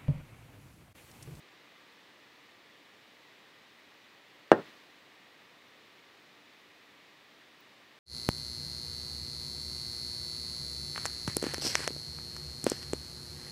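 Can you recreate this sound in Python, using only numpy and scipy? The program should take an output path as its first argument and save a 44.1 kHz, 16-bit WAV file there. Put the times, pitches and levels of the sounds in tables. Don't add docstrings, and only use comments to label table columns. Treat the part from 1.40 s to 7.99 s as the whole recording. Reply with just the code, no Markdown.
import sys
import numpy as np
from scipy import signal
from scipy.fft import rfft, irfft
from scipy.io import wavfile

SR = 44100
rng = np.random.default_rng(int(sys.argv[2]) if len(sys.argv) > 2 else 0)


def materialize(psi):
    bounded = np.clip(np.atleast_2d(psi).T, -1, 1)
    quanta = np.round(bounded * 32767).astype(np.int16)
    wavfile.write(sys.argv[1], SR, quanta)


N = 290574
KNOCK_S = 3.11515


def undb(db):
    return 10 ** (np.asarray(db) / 20)


def curve_at(points, hz):
    pitch_hz, value = np.transpose(points)
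    return np.interp(np.log(np.maximum(hz, 1)), np.log(pitch_hz), value)


def bins(x):
    return np.fft.rfftfreq(len(x), 1 / SR)


def coloured_noise(points):
    white = rng.standard_normal(N)
    return irfft(rfft(white) * undb(curve_at(points, bins(white))), N)


def at_rms(x, db):
    return x * undb(db) / np.std(x)


def since(start_s):
    return np.maximum(np.arange(N) / SR - start_s, 0)


def fade(t, t60_s):
    return np.exp(-np.log(1000) * t / t60_s)


def ring(modes, t):
    return sum((-1) ** k * undb(db) * np.sin(2 * np.pi * hz * t) * fade(t, t60_s)
               for k, (hz, db, t60_s) in enumerate(modes))


# pitch_hz, relative_db
FAN_AIR = [(30, -26), (60, -16), (110, -6), (300, 0), (450, -.5), (800, -3.5), (1120, -2), (1450, -5),
           (1900, 1), (2800, -5), (3800, -5), (6000, -16.5), (10500, -27.5), (15000, -26)]
FAN_TONES = (3, 12, 19, 25, 26, 29, 30, 36)


def fan(shaft_hz=98.6, wander=0.000998, blade_db=-73.5, fall_db_per_octave=0.7, air_db=-55):
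    knots = rng.standard_normal(N // 8000)
    drift = np.interp(np.linspace(0, len(knots) - 1, N), np.arange(len(knots)), knots)
    turns = shaft_hz * np.cumsum(1 + wander * drift) / SR
    tones = np.zeros(N)
    for order in FAN_TONES:
        tone_db = blade_db - fall_db_per_octave * np.log2(order / FAN_TONES[0])
        tones += undb(tone_db) * np.sqrt(2) * np.sin(2 * np.pi * (order * turns + rng.random()))
    return at_rms(coloured_noise(FAN_AIR), air_db) + tones


# pitch_hz, relative_db
WHINE_TONES = [(10072, -99), (13291, -96), (13620, -97.5), (14809, -97)]


def electronics(gain_db=6.0, hiss_hz=13380, hiss_width_hz=110, hiss_db=-90):
    t = since(0)
    whine = sum(undb(db + gain_db) * np.sqrt(2) * np.sin(2 * np.pi * hz * t) for hz, db in WHINE_TONES)
    white = rng.standard_normal(N)
    band = np.exp(-.5 * ((bins(white) - hiss_hz) / hiss_width_hz) ** 2)
    return whine + at_rms(irfft(rfft(white) * band, N), hiss_db)


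# pitch_hz, relative_db
BLOW_SPECTRUM = [(40, -42), (100, -23), (200, -9), (400, 1), (780, -3), (1100, -13), (1750, -10.5),
                 (2250, -34), (2850, -42.5), (3900, -49), (15000, -83)]


def bending_wave(peak_db=1.5, travel_s=.0022, at_hz=1000, front_s=.0016, rise_s=.00013):
    hz = np.fft.rfftfreq(N, 1 / SR)
    phase = 2 * np.pi * (hz * KNOCK_S + 2 * travel_s * np.sqrt(at_hz * hz))
    wave = irfft(undb(curve_at(BLOW_SPECTRUM, hz)) * np.exp(-1j * phase), N)
    wave *= 1 - np.exp(-since(KNOCK_S + front_s) / rise_s)
    return -undb(peak_db) * wave / np.abs(wave).max()


# pitch_hz, relative_db, t60_s
GLASS_MODES = [(2840, -13.5, 0.0089), (3569, -29, 0.013), (4368, -32.5, 0.0097), (5320, -32, .01),
               (6437, -49.5, 0.012), (7500, -52, 0.011), (8300, -47, .03)]


def glass_click(lag_s=.0016, gain_db=1, contact_s=.00015):
    t = since(KNOCK_S + lag_s)
    return undb(gain_db) * ring(GLASS_MODES, t) * (1 - np.exp(-t / contact_s))


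# pitch_hz, relative_db
ROOM_SPECTRUM = [(50, -25.5), (130, -5), (400, 1), (700, -3.5), (1200, -7.5), (1800, -6), (2200, -18),
                 (3000, -17), (5000, -24), (9000, -43), (15000, -47)]
# pitch_hz, t60_s
ROOM_DECAY = [(100, 0.3), (500, .25), (1500, .21), (3000, 0.1), (10000, .08)]


def room(tail_db=-29, build_s=0.0034, echo_s=.071, echo_db=-42, echo_width_s=.019, echo_top_hz=1100):
    t = since(KNOCK_S)
    reflections = at_rms(coloured_noise(ROOM_SPECTRUM), 0)
    spectrum, hz = rfft(reflections), bins(reflections)
    octave = np.round(np.log2(np.maximum(hz, 64)))
    tail = sum(irfft(spectrum * (octave == k), N) * fade(t, curve_at(ROOM_DECAY, 2 ** k))
               for k in np.unique(octave))
    dull = irfft(spectrum / (1 + (hz / echo_top_hz) ** 2), N)
    far_walls = at_rms(dull, echo_db) * np.exp(-.5 * ((t - echo_s) / echo_width_s) ** 2)
    return (undb(tail_db) * tail + far_walls) * (1 - np.exp(-t / build_s))


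# pitch_hz, relative_db, t60_s
TABLE_MODES = [(91, -40.5, 0.15), (139, -40.5, 0.19), (176, -31.5, 0.164), (221, -29.5, 0.1456),
               (252, -25.5, 0.098), (339.2, -18, 0.11), (397, -25, 0.172), (480.8, -20.5, 0.124),
               (547, -24.5, 0.155), (627.7, -15, 0.053), (689, -30, 0.073), (757, -25.5, 0.084),
               (854, -29.5, 0.13), (1050, -29.5, 0.116), (1200, -30.5, 0.087), (1352, -26.5, 0.062),
               (1434, -36.5, 0.185), (1594, -19, 0.04), (1783, -30, 0.06), (1843, -33, 0.13),
               (2851, -39.5, 0.037)]


def table_ring(lag_s=.00695, gain_db=-1.0, build_s=.0004):
    t = since(KNOCK_S + lag_s)
    return undb(gain_db) * ring(TABLE_MODES, t) * (1 - np.exp(-t / build_s))


def tick(start_s=6.2052, level_db=-50, pitch_hz=15200, t60_s=.018):
    t = since(start_s)
    return undb(level_db) * np.sin(2 * np.pi * pitch_hz * t) * fade(t, t60_s)


def scene():
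    knock = bending_wave() + glass_click() + room() + table_ring()
    return (knock + fan() + electronics() + tick())[None]


def noise_gate(x, open_db=-30, depth_db=4, hold_s=0.1, release_s=0.11):
    t = since(0)
    last_loud_s = np.maximum.accumulate(np.where(np.abs(x) > undb(open_db), t, -10))
    opening = np.exp(-np.maximum(t - last_loud_s - hold_s, 0) / release_s)
    return x * undb(-depth_db * (1 - opening))


def record(dry, low_cut_hz=62, knee=9, high_cut_hz=15700):
    low_cut = signal.butter(2, low_cut_hz, "high", fs=SR, output="sos")
    high_cut = signal.ellip(10, .1, 60, high_cut_hz, fs=SR, output="sos")
    thin = signal.sosfilt(low_cut, noise_gate(dry[0]))
    clipped = thin / (1 + np.abs(thin) ** knee) ** (1 / knee)
    return signal.sosfilt(high_cut, clipped)[None]


dry = scene()
out = record(dry)
materialize(out)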